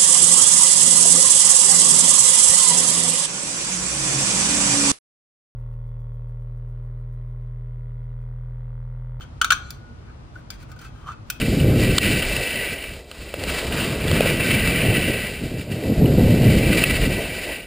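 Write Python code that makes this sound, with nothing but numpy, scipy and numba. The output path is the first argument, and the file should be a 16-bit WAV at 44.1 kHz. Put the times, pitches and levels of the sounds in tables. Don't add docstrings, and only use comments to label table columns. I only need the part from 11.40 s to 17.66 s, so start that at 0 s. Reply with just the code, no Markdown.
import sys
import numpy as np
from scipy import signal
from scipy.fft import rfft, irfft
from scipy.io import wavfile
from scipy.ndimage import uniform_filter1d
from numba import njit

SR = 44100
rng = np.random.default_rng(int(sys.argv[2]) if len(sys.argv) > 2 else 0)


def volts_from_decibels(level):
    exponent = np.asarray(level, float) / 20
    return 10 ** exponent


def waveform_to_disk(signal):
    frames = np.transpose(np.atleast_2d(signal))
    scaled = np.clip(frames, -1, 1) * 32767
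    samples = np.round(scaled).astype(np.int16)
    wavfile.write(sys.argv[1], SR, samples)


N = 276066


def level(x):
    return x / np.sqrt(np.mean(x ** 2))


def ring(x, modes):
    total = 0
    for k, (hz, width_hz, level_db) in enumerate(modes):
        b, a = signal.iirpeak(hz, hz / width_hz, SR)
        total = total + (-1) ** k * volts_from_decibels(level_db) * signal.lfilter(b, a, x)
    return total


def colour(x, points):
    hz, db = np.transpose(points)
    f = np.fft.rfftfreq(len(x), 1 / SR) + 1
    gain = volts_from_decibels(np.interp(np.log(f), np.log(hz), db))
    return irfft(rfft(x) * gain, len(x))


def walk(rate_hz):
    hold = int(SR / rate_hz)
    steps = np.repeat(rng.standard_normal(N // hold + 1), hold)
    x = uniform_filter1d(uniform_filter1d(steps, hold), hold)[:N]
    return x / x.std()


def grains(rate_hz, spread_db):
    chance = rng.random((3, N))
    happens = chance[0] < rate_hz / SR
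    sign = np.sign(chance[1] - 0.5)
    size = volts_from_decibels(spread_db * np.minimum(-np.log(1 - chance[2]), 4.0))
    return happens * sign * size


def curves(table):
    s, *columns = np.transpose(table)
    return [np.interp(np.arange(N) / SR, s, c) for c in columns]


def swells(table):
    t = np.arange(N) / SR
    return sum(db * np.exp(-(1000 * (t - s) / ms) ** 2) for s, db, ms in table)


# time_s [s], buffet_db [dB]
HEADWIND_CURVE = [(0.0, -24), (.3, -16), (.62, -25.5), (.95, -33), (1.1, -43.5), (1.7, -53.5), (1.9, -46),
                  (2.06, -31.5), (2.6, -28), (2.74, -20), (3.05, -29), (3.7, -27.5), (3.95, -38.5),
                  (4.4, -27.5), (4.65, -18), (5.07, -14), (5.7, -25), (6.26, -51)]
# centre_s [s], swell_db [dB], length_ms [ms]
WIND_PUFFS = [(.47, 2.5, 67), (.73, 8, 84), (.99, 5.5, 41), (1.17, 11, 50), (1.32, 10, 30), (1.53, 10, 59),
              (1.82, 6, 48), (2.2, -6, 74), (2.45, 1, 92), (2.58, -5, 20), (3.12, 8, 58), (3.28, 6.5, 81),
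              (3.5, 9, 65), (3.7, 8, 26), (4.04, 9.5, 45), (4.18, 8.5, 40), (4.25, -8, 41), (4.31, 3, 25),
              (4.5, 5.5, 27), (4.55, -10, 13), (4.63, 5, 56), (4.74, -2.5, 25), (4.79, 3, 13),
              (5.2, -3, 57), (5.33, -1.5, 15), (5.4, 2.5, 14), (5.46, -3, 12), (5.5, 0.5, 19),
              (5.58, -6, 41), (5.64, 4, 31)]
# centre_s [s], swell_db [dB], length_ms [ms]
HELMET_LURCHES = [(.08, 9, 36), (.5, 5, 70), (.88, 11, 44), (1.45, 2, 110), (1.81, 13, 20), (2.26, 6, 30),
                  (2.47, -8, 60), (3.08, -10, 50), (3.27, 5, 41), (3.75, -5, 60), (4.18, -11, 40),
                  (4.37, -14, 62), (4.84, 6, 50), (5.2, 6, 60), (5.6, 10.5, 71)]
# frequency_hz [Hz], level_db [dB per Hz]
WIND_SPECTRUM = [(8.8, -38), (15, -27), (38, 4.5), (203, -2.5), (351, -8), (392, -10.5), (620, -16),
                 (802, -23), (1200, -34), (1560, -66), (2640, -120)]


def wind():
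    buffet_db = curves(HEADWIND_CURVE)[0] + swells(WIND_PUFFS)
    deep_db = -7 - 0.38 * (buffet_db + 23.5) + swells(HELMET_LURCHES)
    gust_db = 0.66 * walk(14)
    slaps = level(grains(250, 3.4))
    buffeting = 0
    for hz in (125, 250, 500):
        flutter_db = 0.96 * walk(hz / 5)
        eddies = (0.61 * slaps + rng.standard_normal(N)) * volts_from_decibels(gust_db + flutter_db)
        band = [(hz / 2, -60), (hz / 1.764, -9), (hz, 0), (hz * 1.71, -9), (hz * 2, -60)]
        buffeting = buffeting + colour(eddies, band)
    buffeting = level(colour(buffeting, WIND_SPECTRUM))
    pushes = rng.standard_normal(N) * volts_from_decibels(gust_db)
    deep = level(colour(pushes, [(12, -34), (25, -2.5), (45, 2.5), (75, 1.5), (100, -7), (140, -54.0)]))
    return volts_from_decibels(buffet_db + 0.85) * (buffeting + volts_from_decibels(deep_db - 0.6) * deep)


# time_s [s], scrape_db (edge pressure) [dB], skid [0 carving - 1 flat and sideways],
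# flex_db (board flex over scrape) [dB]
SKI_TURNS = [(0.0, -32, 0.54, -7), (.33, -37.5, 0.75, -7), (.66, -24, 0.26, -7), (.95, -31, 0.57, -0.5),
             (1.2, -26.5, 0, -6.5), (1.45, -38.5, 0.47, 0), (1.72, -47.5, 0.88, 2.5), (1.92, -46, .7, 5),
             (2.13, -33, 0.85, 1.5), (2.55, -35.5, 0.65, 3), (3.08, -25, 0.16, -4.5),
             (3.7, -26.5, 0.046, -4.5), (4.1, -42, .6, -2), (4.65, -42.5, 0.82, 14),
             (5.18, -28.5, 0.45, -1.5), (5.45, -28, 0.48, -2), (6.14, -34, 0.31, 0), (6.26, -45, .3, 0)]


def turns():
    return curves(SKI_TURNS)


# centre_s [s], swell_db (of the scrape) [dB], length_ms [ms]
EDGE_BITES = [(.44, 6, 38), (.51, 3.5, 11), (.608, -6, 12), (.635, 4, 7.4), (1.65, -12, 75), (1.89, 3, 4.5),
              (2.09, 2.5, 18), (2.19, 4, 14), (1.695, 1, 12), (2.28, -3, 50), (2.42, 4, 110),
              (2.84, 4, 130), (2.9, 2, 10), (2.97, -3, 61), (3.005, 7.5, 6.3), (3.116, 7, 10),
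              (3.275, 8.5, 3.1), (3.572, 6, 15), (3.682, 6.5, 4.4), (4.215, 7, 5.9), (4.27, -6, 52),
              (4.32, 7, 13), (5.331, 5.5, 10), (5.385, 8.5, 17), (5.43, 3.5, 16), (5.505, 7.5, 9.2),
              (5.565, 6, 9.6), (5.6, -3, 11), (5.638, 4, 12), (5.7, -1, 27)]


def bites():
    return swells(EDGE_BITES)


# frequency_hz [Hz], width_hz [Hz], level_db [dB]
BOARD_MODES = [(400, 130, -2), (668, 157, -0.5), (313, 326, -1.5), (880, 350, -8)]


def boards():
    judder = level(grains(1500, 1.8)) + 0.99 * rng.standard_normal(N)
    judder = judder * volts_from_decibels(1.75 * walk(45))
    scrape_db, _, flex_db = turns()
    rumble = level(ring(ring(judder, BOARD_MODES), [(502, 1000, 0)]))
    return volts_from_decibels(scrape_db + flex_db + 0.21 * bites() - 1.0) * rumble


# start_s [s], peak_db [dB], ring_hz (case) [Hz], crack_db [dB over ring],
# thud_db [dB over ring]
POLE_KNOCKS = [(0.198, -11.5, 2840, -21, -17), (0.5814, 0.5, 3070, 2.5, -14), (.822, -9, 2900, -20, -28),
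               (0.9637, -10.5, 2760, -10, -16), (1.7134, -18.5, 2850, -5, -5), (1.94, -12, 2650, -12, 5),
               (2.037, -16.5, 2860, 3, 7), (2.323, -10, 2690, -26, -16), (2.68, -11, 3300, -5, -8),
               (2.7136, -5.5, 3300, -4, 1), (2.8067, -4, 2520, -7, 11.5), (2.8585, -15, 2580, -14, 16.5),
               (4.6563, -17, 2830, -20, -10), (4.7212, -26, 2200, -18, 3), (5.4377, 1.5, 2660, -26.5, -22),
               (.012, -9, 2480, -24, -18), (1.438, -14, 2270, -15, -13)]


def knocks():
    length = 2048
    thud_rise_ms = 1.35
    out = np.zeros(N + length)
    t = np.arange(length) / SR
    for start_s, peak_db, hz, crack_db, thud_db in POLE_KNOCKS:
        noise = rng.standard_normal(length)
        rattle_ms = max(2.1 - 0.25 * thud_db, 0.8)
        rattle = noise * np.exp(-1000 * t / rattle_ms) * np.minimum(t / 0.00036, 1)
        case = ring(ring(rattle, [(hz, 300, 0), (2050, 500, -9), (1300, 400, -1)]), [(2540, 810, 0)])
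        snap = rattle * np.exp(-t / 0.0015)
        crack = ring(ring(snap, [(4300, 1840, 0.44), (3300, 650, -1.6)]), [(4340, 1000, 0)])
        swing = 1000 * t / thud_rise_ms
        thud = np.sin(2 * np.pi * 540 * t + noise[0]) * swing * np.exp(1 - swing)
        case = case / np.abs(case).max()
        crack = crack / np.abs(crack).max()
        knock = case + volts_from_decibels(crack_db) * crack + volts_from_decibels(thud_db - 6.5) * thud
        i = int(start_s * SR)
        out[i:i + length] += volts_from_decibels(peak_db - 5.5) * knock
    return out[:N]


# frequency_hz [Hz], width_hz [Hz], level_db [dB]
CASE_MODES = [(1529, 66, -7.5), (1965, 64, 0), (2340, 64, 0), (2630, 68, 1), (2850, 175, -3.5),
              (3093, 93, -9)]
# frequency_hz [Hz], level_db [dB per Hz]
HISS_SPECTRUM = [(2600, -15.5), (3200, 0), (3450, -7), (3700, 0.5), (4300, -1), (4900, 0), (5300, -5.5),
                 (5900, -9), (7000, -20)]
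# centre_s [s], swell_db [dB], length_ms [ms]
HOLLOW_DRAGS = [
    (.33, 7, 30),
    (2.3, 3.5, 160),
    (2.75, 9, 330),
    (3.4, 10.5, 380),
    (5.3, 3, 60),
    (5.6, 3, 74),
]


def bristles():
    scrape_db, skid, _ = turns()
    bites_db = bites()
    hiss_carve_db, hiss_skid_db = -11.5, 0
    hollow_carve_db, hollow_skid_db = -24.5, 1.5
    hiss_db = hiss_carve_db + skid * (hiss_skid_db - hiss_carve_db)
    hollow_db = hollow_carve_db + skid * (hollow_skid_db - hollow_carve_db) + swells(HOLLOW_DRAGS)

    cells = volts_from_decibels(0.66 * walk(30) + 0.96 * walk(90))
    flicks = cells * (level(grains(7000, 2.96)) + 0.37 * rng.standard_normal(N))
    edge = cells * (level(grains(4000, 1.6)) + 1.02 * rng.standard_normal(N))

    case = ring(ring(edge, [(2200, 940, -15)]), [(2200, 3550, 0)])
    for k, mode in enumerate(CASE_MODES):
        case = case + (-1) ** k * ring(flicks * volts_from_decibels(walk(24.79)), [mode])
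    case = level(case)
    hiss = level(colour(edge * volts_from_decibels(0.66 * walk(40)), HISS_SPECTRUM))
    hollow = level(ring(ring(edge, [(1430, 840, 0)]), [(1270, 5600, 0)]))
    hiss = volts_from_decibels(hiss_db - 0.26 * bites_db + 1.0) * hiss
    hollow = volts_from_decibels(hollow_db - 4.0) * hollow
    return volts_from_decibels(scrape_db + bites_db + 1.38) * (case + hiss + hollow)


def scene():
    mono = wind() + boards() + knocks() + bristles()
    return np.array([mono, mono])


@njit
def follow(x, attack, release):
    e, out = 0., np.empty(len(x))
    for i in range(len(x)):
        e += (abs(x[i]) - e) * (attack if abs(x[i]) > e else release)
        out[i] = e
    return out


def low_pass(x):
    return signal.sosfilt(signal.butter(12, 16320, fs=SR, output="sos"), x)


def record(dry):
    slow_rate, hold = 12000, 4
    gain_lag = 200
    bright = ring(dry[0], [(4400, 1840, 0)])
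    duck = np.minimum(1, 0.062 / (follow(bright, 0.04, 0.0023) + 1e-9)) ** 0.78
    late = np.concatenate([np.ones(gain_lag), duck])[:N]
    heard = 0.89 * np.tanh(dry[0] * late / 0.82)
    slow = signal.resample_poly(heard, slow_rate // 300, SR // 300)
    held = signal.resample_poly(np.repeat(slow, hold), SR // 300, hold * slow_rate // 300)[:N]
    held = signal.sosfilt(signal.ellip(12, 0.2, 75, 15250, fs=SR, output="sos"), held)
    return low_pass(np.array([held, held]))


dry = scene()
out = record(dry)
waveform_to_disk(out)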